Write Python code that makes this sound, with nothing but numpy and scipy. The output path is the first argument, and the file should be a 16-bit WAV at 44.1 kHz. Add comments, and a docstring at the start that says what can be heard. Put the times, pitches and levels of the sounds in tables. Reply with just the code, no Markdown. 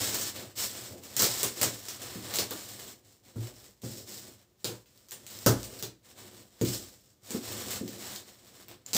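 """Cutting the straps off a carton

Plastic straps are cut and pulled off a carton sewn into a woven sack, on the floor of a bare room.
The weave crinkles under hands and straps, the knife ticks, and tight plastic cracks as it is cut.
The carton thumps when a strap lets go or a hand lands on it. One microphone listens close by."""
import sys
import numpy as np
from scipy import signal
from scipy.fft import rfft, irfft
from scipy.io import wavfile

SR = 44100
rng = np.random.default_rng(int(sys.argv[2]) if len(sys.argv) > 2 else 0)


def digitize_waveform(pressure):
    """Quantize a signal to 16-bit integers and store it at the path in sys.argv[1].

    Rows of a 2-D input are taken as channels; values are limited to [-1, 1].
    """
    field = np.atleast_2d(pressure).T
    bounded = np.clip(field, -1, 1)
    quanta = np.round(bounded * 32767).astype(np.int16)
    wavfile.write(sys.argv[1], SR, quanta)


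N = 395566
TIME = np.arange(N) / SR

# Strokes of a hand or strap over the sack; rasp and carton levels are relative to the crinkle:
# (start [s], length [s], crinkle [dB], rasp [dB], carton shifting [dB], fade over the stroke [dB])
STROKES = [(-0.03, 0.32, -35.5, -7.5, -9, 14), (0.324, 0.12, -47.0, -1, -1, 2.5),
           (0.551, 0.094, -35.5, -11.5, -16, -4), (0.704, 0.2, -46.5, -5.5, -4.5, 3.5),
           (0.894, 0.1, -61, -5, 14, 8.5), (1.013, 0.21, -52.5, -5.0, -2.5, -3),
           (1.164, 0.32, -37.0, -9.0, -11.0, 3), (1.548, 0.23, -41.5, -7, -7.5, 8.5),
           (1.79, 0.17, -50.5, -5, -7, -1.0), (1.983, 0.23, -49.0, -2, -3.5, 8),
           (2.216, 0.22, -45.5, -1.5, -4, -3), (2.471, 0.29, -48.0, -6.5, -7, 2.5),
           (2.757, 0.14, -50, -5, -5, 0.5), (3.019, 0.11, -64.5, -7.5, -6, -4.5),
           (3.22, 0.086, -62.5, -3, -2.0, -3.5), (3.333, 0.15, -55.5, -3.5, 1, -7.5),
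           (3.525, 0.14, -58, -7.0, -3.5, -2.5), (3.812, 0.19, -48.5, -19, -1, 1),
           (4.055, 0.13, -46, -12, -9.5, 1), (4.191, 0.094, -55, -6.5, -1, -5),
           (4.365, 0.046, -66.5, -2, -3, 0.0), (4.57, 0.19, -63, -8, -11, -12),
           (4.846, 0.2, -68.5, -7.5, -5.0, -6), (5.12, 0.14, -62, -4.5, 2, -1),
           (5.279, 0.33, -49.5, -7.5, -7.5, 1.5), (5.563, 0.21, -53.5, -5.5, 2, -2),
           (6.024, 0.09, -63.5, -2.5, -0.5, -5.0), (6.148, 0.13, -54.0, -2, -2.5, 2.5),
           (6.289, 0.13, -59, -3.5, -0.5, -1.5), (6.487, 0.13, -66.5, -2.5, -4.5, -14.5),
           (6.652, 0.096, -37, -19, -6.5, 1), (6.786, 0.092, -51, -8.0, -8.5, 3.5),
           (6.93, 0.2, -67, -12.5, -6, 8), (7.209, 0.15, -52.5, -6.5, -6.5, -17.5),
           (7.412, 0.36, -43.5, -4, -3, -0.5), (7.831, 0.14, -53.5, -4.5, 2, -6.5),
           (7.971, 0.18, -46.5, -3.5, -5, 0), (8.245, 0.16, -59.0, -3, -4.5, 12),
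           (8.399, 0.22, -60, -2.5, -3.5, -3.5), (8.663, 0.049, -61, 4.5, 6, -1.5),
           (8.849, 0.1, -56, -2.5, -3.5, 6)]
# Cracks of strap and weave: (time [s], level [dB], pitch [Hz], splinters relative to the crack [dB])
CRACKS = [(.1459, -13.5, 6840, -23), (.2122, -19.5, 6700, -7), (0.3622, -24, 4560, -17),
          (1.036, -31, 7300, -13), (1.1657, -12.5, 7050, -10), (1.194, -6, 5260, -11),
          (1.2214, -6, 5560, -14), (1.2426, -8.5, 4570, -12.5), (1.4312, -6.5, 9500, -16),
          (1.6144, -5, 4700, -20), (1.631, -5.5, 7760, -18.5), (1.885, -20, 5370, -10.5),
          (2.021, -28, 7440, -12), (2.3389, -18, 3500, -6.5), (2.358, -12, 7050, -17),
          (2.387, -8.5, 4700, -15), (2.5087, -18.5, 3520, -17), (3.819, -35, 7590, -23),
          (4.645, -13.5, 5100, -24), (4.653, -21, 14500, -18), (4.674, -27, 7000, -6.5),
          (4.8592, -46.5, 2900, -11), (5.086, -35, 5240, -19), (5.1185, -23.5, 8600, -10.5),
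          (5.2661, -26.5, 7700, -14.5), (5.4628, -6.5, 5700, -9.5), (5.64, -29, 8700, -7),
          (5.79, -37.5, 5200, 1), (5.8261, -17, 4250, -15), (6.613, -19, 7140, -14),
          (6.649, -20.5, 4730, -9), (7.3068, -20.5, 7600, -17), (7.7065, -23, 7300, -6.5),
          (7.732, -22, 7100, -13), (7.879, -26.5, 7340, -19), (8.161, -23.5, 4000, -23),
          (8.6834, -30, 2540, -28), (8.9328, -12, 5020, -10.5), (8.948, -8.5, 5100, -14),
          (8.9654, -8, 5040, -10)]
# The bright tone of crinkles and knife ticks: (frequency [Hz], level [dB])
CRINKLE_TONE = [(400, -28), (1200, -12.5), (2400, -11), (3600, -5), (5200, 0), (6300, -3), (7600, 1),
                (8600, -3), (9600, -12), (11500, -12), (13000, -8), (14500, -2), (15500, -5.5)]


def from_db(db):
    """Turn decibels into a factor to multiply by."""
    return 10 ** (np.asarray(db) / 20)


def unit_power(x):
    """Scale a sound to an average power of 1."""
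    return x / np.sqrt(np.mean(x ** 2) + 1e-20)


def at_hz(points, hz):
    """Read between the rows of a table, with all octaves equally wide."""
    row_hz, value = np.transpose(points)
    return np.interp(np.log(np.maximum(hz, 1)), np.log(row_hz), value)


def add(track, time_s, sound):
    """Mix a sound into the track at the given time."""
    start = int(np.clip(time_s * SR, 0, N - 1))
    track[start:start + len(sound)] += sound[:N - start]


def drift(per_s):
    """A curve that wanders at random, typically about 1 away from zero."""
    points = rng.standard_normal(N // 20)
    return np.interp(TIME * per_s, np.arange(len(points)), points) * np.sqrt(3 / 2)


def coloured(x, tone, size=4096):
    """Give a sound the tone in a table, using a filter that rings only after a click (minimum phase)."""
    gains = from_db(at_hz(tone, np.fft.rfftfreq(size, 1 / SR)))
    cepstrum = irfft(np.log(gains))
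    cepstrum[1:size // 2] *= 2
    cepstrum[size // 2 + 1:] = 0
    click_response = irfft(np.exp(rfft(cepstrum)))
    return signal.fftconvolve(x, click_response)[:len(x)]


def resonance(x, hz, width_hz):
    """Keep a band around one pitch, so that clicks ring there."""
    r = np.exp(-np.pi * width_hz / SR)
    feedback = [1, -2 * r * np.cos(2 * np.pi * hz / SR), r * r]
    return signal.lfilter(np.array([1, 0, -1]) * (1 - r * r) / 2, feedback, x)


def grains(per_s, spread_db, size):
    """Random clicks of very uneven strength."""
    happens = rng.random(size) < per_s / SR
    strength = from_db(spread_db * np.minimum(rng.exponential(1, size), 4))
    return unit_power(happens * strength * rng.choice([-1, 1], size))


def reflections(size=16000):
    """The room's answer to a click: dense echoes whose treble dies first."""
    # How long the room rings: (frequency [Hz], time to fade by 60 dB [s])
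    room_decay = [(100, 0.27), (500, 0.28), (2000, 0.26), (6000, 0.22), (10000, 0.21), (15000, 0.17)]
    t, hz = TIME[:size], np.fft.rfftfreq(size, 1 / SR)
    noise_spectrum = rfft(rng.standard_normal(size))
    bands, ring_times = np.transpose(room_decay)
    tail = np.zeros(size)
    for share, ring_s in zip(np.eye(len(bands)), ring_times):
        band = irfft(noise_spectrum * at_hz(np.c_[bands, share], hz), size)
        tail += band * from_db(-60 * t / ring_s)
    tail *= np.clip(t / .005, 0, 1)   # the echoes build up over 5 ms
    return tail / np.linalg.norm(tail)


def in_room(x, echo_db, spots=1):
    """Add the room: a sound's clicks are shared among a few spots, each with its own echoes."""
    spot = rng.integers(0, spots, len(x))
    echoes = sum(signal.oaconvolve(x * (spot == k), reflections())[:len(x)] for k in range(spots))
    return (x + from_db(echo_db) * echoes) / np.hypot(1, from_db(echo_db))


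def stroke_level(levels_db, release_db_per_s, rest_db, attack_s=0.039):
    """Level in dB over time: each stroke takes hold, fades or grows, then dies away; overlaps add up."""
    t = TIME[::64]
    power = from_db(rest_db) ** 2   # under resting hands
    for (start, length, *_, fade_db), level_db in zip(STROKES, levels_db):
        age = t - start
        attack = np.clip(age / attack_s, 0, 1)
        sag_db = fade_db * (np.clip(age / length, 0, 1) - .5)
        release_db = release_db_per_s * np.maximum(age - length, 0)
        power = power + (attack * from_db(level_db - sag_db - release_db)) ** 2
    return np.interp(TIME, t, 10 * np.log10(power))


def room_air(level_db=-69.5):
    """The quiet air of the room: a steady low rumble with a faint hiss."""
    # The tone of the air: (frequency [Hz], level [dB])
    air_tone = [(20, -16.5), (60, 6), (110, 9.5), (350, -5.5), (800, -10.5), (2000, -15.5), (7000, -14),
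                (11000, -24), (15500, -14)]
    return from_db(level_db) * unit_power(coloured(rng.standard_normal(N), air_tone))


def carton_shifting(gain_db=1.0):
    """Every stroke gives the carton small nudges that make it mutter."""
    # The dull tone of the nudged carton: (frequency [Hz], level [dB])
    shift_tone = [(25, -38), (60, -22), (115, 3.5), (160, -6.5), (220, -1.5), (380, -5), (520, -8.5),
                  (750, -16), (2000, -45)]
    _, _, stroke_db, _, shift_db, _ = np.transpose(STROKES)
    level_db = stroke_level(stroke_db + shift_db, release_db_per_s=127, rest_db=-75.5)
    nudges = in_room(grains(per_s=500, spread_db=2.5, size=N), echo_db=4, spots=2)
    return unit_power(coloured(nudges, shift_tone)) * from_db(level_db + gain_db)


def sack_weave(crinkle_gain_db=3.0, rasp_gain_db=2.0, clump_db=1.5, release_db_per_s=173.5):
    """Tapes of the weave slip over each other in clumps; harder rubbing gives more slips a second."""
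    # The lower, rougher tone of the rubbed weave: (frequency [Hz], level [dB])
    rasp_tone = [(200, -7), (600, 1.5), (1400, -1.5), (2500, -3.5), (4500, 0.5), (9000, -19)]
    _, _, stroke_db, rasp_offset_db, _, _ = np.transpose(STROKES)
    crinkle_db = stroke_level(stroke_db, release_db_per_s, rest_db=-86)
    rasp_db = stroke_level(stroke_db + rasp_offset_db, release_db_per_s, rest_db=-85.5)
    slips_per_s = 2000 * from_db(.35 * (np.clip(crinkle_db, -65, -30) + 45))
    slips = grains(slips_per_s, spread_db=4.0, size=N) / np.sqrt(slips_per_s)   # denser, not louder
    slips *= from_db(clump_db * drift(per_s=70))
    slips = in_room(slips, echo_db=3, spots=4)
    crinkle = unit_power(coloured(slips, CRINKLE_TONE)) * from_db(crinkle_db + crinkle_gain_db)
    rasp = unit_power(coloured(slips, rasp_tone)) * from_db(rasp_db + rasp_gain_db)
    return crinkle + rasp


def knife_ticks(tick_gain_db=9, tick_s=0.0004, size=12000):
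    """The thin steel blade ticks; pressed on a strap it is muffled, held free it pings."""
    # The notes the blade rings at: (pitch [Hz], level [dB], time to fade by 60 dB [s])
    blade_notes = [(6850, -4, .025), (7180, 3, 0.028), (7300, 1, .04), (7900, -14, .025)]
    # Touches of the blade: (time [s], level [dB], ring relative to that level [dB])
    touches = [(4.976, -43, -28), (5.1098, -30, -32), (5.389, -31.5, -26), (5.631, -30, -32),
               (8.863, -33.5, -5.5)]
    out, t = np.zeros(N), TIME[:size]
    ring = sum(from_db(db - 60 * t / ring_s) * np.sin(2 * np.pi * hz * t)
               for hz, db, ring_s in blade_notes)
    for time_s, level_db, ring_db in touches:
        burst = rng.standard_normal(size) * np.exp(-t / tick_s)
        tick = coloured(burst, CRINKLE_TONE) * from_db(tick_gain_db)
        add(out, time_s, in_room(ring * from_db(ring_db) + tick, echo_db=-4) * from_db(level_db))
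    return out


def carton_blows(rebound_s=.046, tug_above_db=-11.5, tug_hz=260):
    """List the blows: each thump, a softer rebound as the carton settles, and tugs from loud cracks."""
    # Thumps on the carton; the list returned has the first five of these columns:
    # (time [s], panels [dB], favoured pitch [Hz], boom [dB], slap [dB], rebound relative to thump [dB])
    thump_table = [(2.154, -34.5, 196, -50, -64, -14), (2.507, -42, 283, -66, -38.5, -11),
                   (3.358, -35.5, 262, -36, -53, -9), (3.834, -34, 198, -42.5, -48.5, -9),
                   (4.643, -38, 346, -48.5, -39.5, -2), (5.461, -16, 240, -25, -20.5, -15),
                   (5.823, -37.5, 354, -49.5, -49.5, -19), (6.612, -19, 275, -31, -43.5, -16),
                   (7.304, -36.5, 301, -60, -51, -16), (7.345, -25.5, 235, -61, -46, -25),
                   (7.81, -28, 248, -51, -70, -11), (8.949, -30, 202, -49, -40, -14)]
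    thumps = [(time_s + late_s, panel_db + db, hz, boom_db + db, slap_db + db)
              for time_s, panel_db, hz, boom_db, slap_db, rebound_db in thump_table
              for late_s, db in [(0, 0), (rebound_s, rebound_db)]]
    tugs = [(time_s, db - 33, tug_hz, db - 43, db - 28.5)
            for time_s, db, *_ in CRACKS if db > tug_above_db]
    return thumps + tugs


def carton_thumps(panel_gain_db=-8.0, boom_gain_db=0.5, slap_gain_db=-3.5,
                  slap_s=0.01, boom_rise_s=0.036, lag_s=.001, size=20000):
    """A blow slaps the cover, rings the carton's panels and sets the whole box booming."""
    # Notes of the whole box, then of its panels: (pitch [Hz], level [dB], time to fade by 60 dB [s])
    carton_notes = [(55.7, -22, 0.71), (88, -10, 0.22), (117.4, 2.5, 0.24), (134.6, -4.5, 0.18),
                    (193.5, -5.5, 0.3), (220.8, 2.5, 0.11), (248, 1, 0.15), (289.7, -6, 0.35),
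                    (322.2, -3, 0.28), (372.2, -1.5, 0.2), (407, -1, 0.096), (445.4, 2, 0.11),
                    (502, -7, 0.16), (590, -16, 0.36)]
    # The tone of a slap on the cover: (frequency [Hz], level [dB])
    slap_tone = [(30, -33), (60, -21), (150, -0.5), (450, 10.5), (700, 1.5), (1100, -1.5), (1600, -4.5),
                 (2600, -22), (6000, -13.5)]
    out, t = np.zeros(N), TIME[:size]
    note_hz, note_db, ring_s = np.transpose(carton_notes)[:, :, None]
    whole_box = note_hz[:, 0] < 160
    cushion = np.clip(t / 0.0039, 0, 1)   # the sack softens the contact
    for time_s, panel_db, favoured_hz, boom_db, slap_db in carton_blows():
        # where the blow lands decides which panels answer most
        octaves_away = np.abs(np.log2(note_hz / favoured_hz))
        strength_db = note_db - 6 * octaves_away + rng.normal(0, 1.2, note_db.shape)
        hz = note_hz * (1 + rng.normal(0, 0.023, note_hz.shape))   # hands and straps load the walls
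        # all notes are pushed the same way, so they start as one knock
        notes = from_db(strength_db - 60 * t / ring_s) * np.sin(2 * np.pi * hz * t)
        boom = sum(notes[whole_box]) * (1 - np.exp(-t / boom_rise_s))
        panels = in_room(sum(notes[~whole_box]) * cushion, echo_db=-8)
        burst = rng.standard_normal(size) * np.exp(-t / slap_s)
        slap = coloured(in_room(burst, echo_db=4, spots=2), slap_tone)
        for sound, db in [(boom, boom_db + boom_gain_db), (panels, panel_db + panel_gain_db),
                          (slap, slap_db + slap_gain_db)]:
            gain = from_db(db) / np.std(sound[:SR // 20])   # sets the level of the first 50 ms
            add(out, time_s + lag_s, sound * gain)   # the heavy box answers a moment later
    return out


def plastic_cracks(gain_db=5.0, click_db=7, tear_s=0.00041, splinter_s=0.012, size=16000):
    """Tight plastic gives way with a sharp click, tears and rings briefly; fibres splinter after it."""
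    # The tone of breaking plastic: (frequency [Hz], level [dB])
    plastic_tone = [(30, -40.5), (100, -4), (400, -1.5), (1200, -6), (2400, -3), (4000, 0), (5300, -1),
                    (7600, 1.5), (9600, -5), (11500, -8), (13200, -0.5), (15000, 3)]
    out, t = np.zeros(N), TIME[:size]
    for time_s, level_db, hz, splinter_db in CRACKS:
        snap = rng.choice([-1, 1], size) * np.exp(-t / tear_s)
        snap[0] = from_db(click_db)
        splinters = grains(per_s=2500, spread_db=2.5, size=size)
        splinters *= from_db(splinter_db) * np.exp(-t / splinter_s)
        burst = in_room(snap + splinters, echo_db=2.5, spots=2)
        ring = resonance(burst, hz, width_hz=1800)
        crack = coloured((burst + ring) / 2, plastic_tone)
        add(out, time_s, crack * from_db(level_db + gain_db))
    return out


def scene():
    """All the handling over the quiet air of the room, the same in both channels."""
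    handling = sack_weave() + carton_shifting() + plastic_cracks() + carton_thumps() + knife_ticks()
    mono = handling + room_air()
    return np.array([mono, mono])


def record(dry, bass_cut_hz=35, treble_cut_hz=15550):
    """The small microphone loses the deepest bass; the highest treble is cut steeply."""
    bass_cut = signal.butter(3, bass_cut_hz, "high", fs=SR, output="sos")
    treble_cut = signal.ellip(12, .1, 80, treble_cut_hz, fs=SR, output="sos")
    return signal.sosfilt(treble_cut, signal.sosfilt(bass_cut, dry))


dry = scene()
out = record(dry)
digitize_waveform(out)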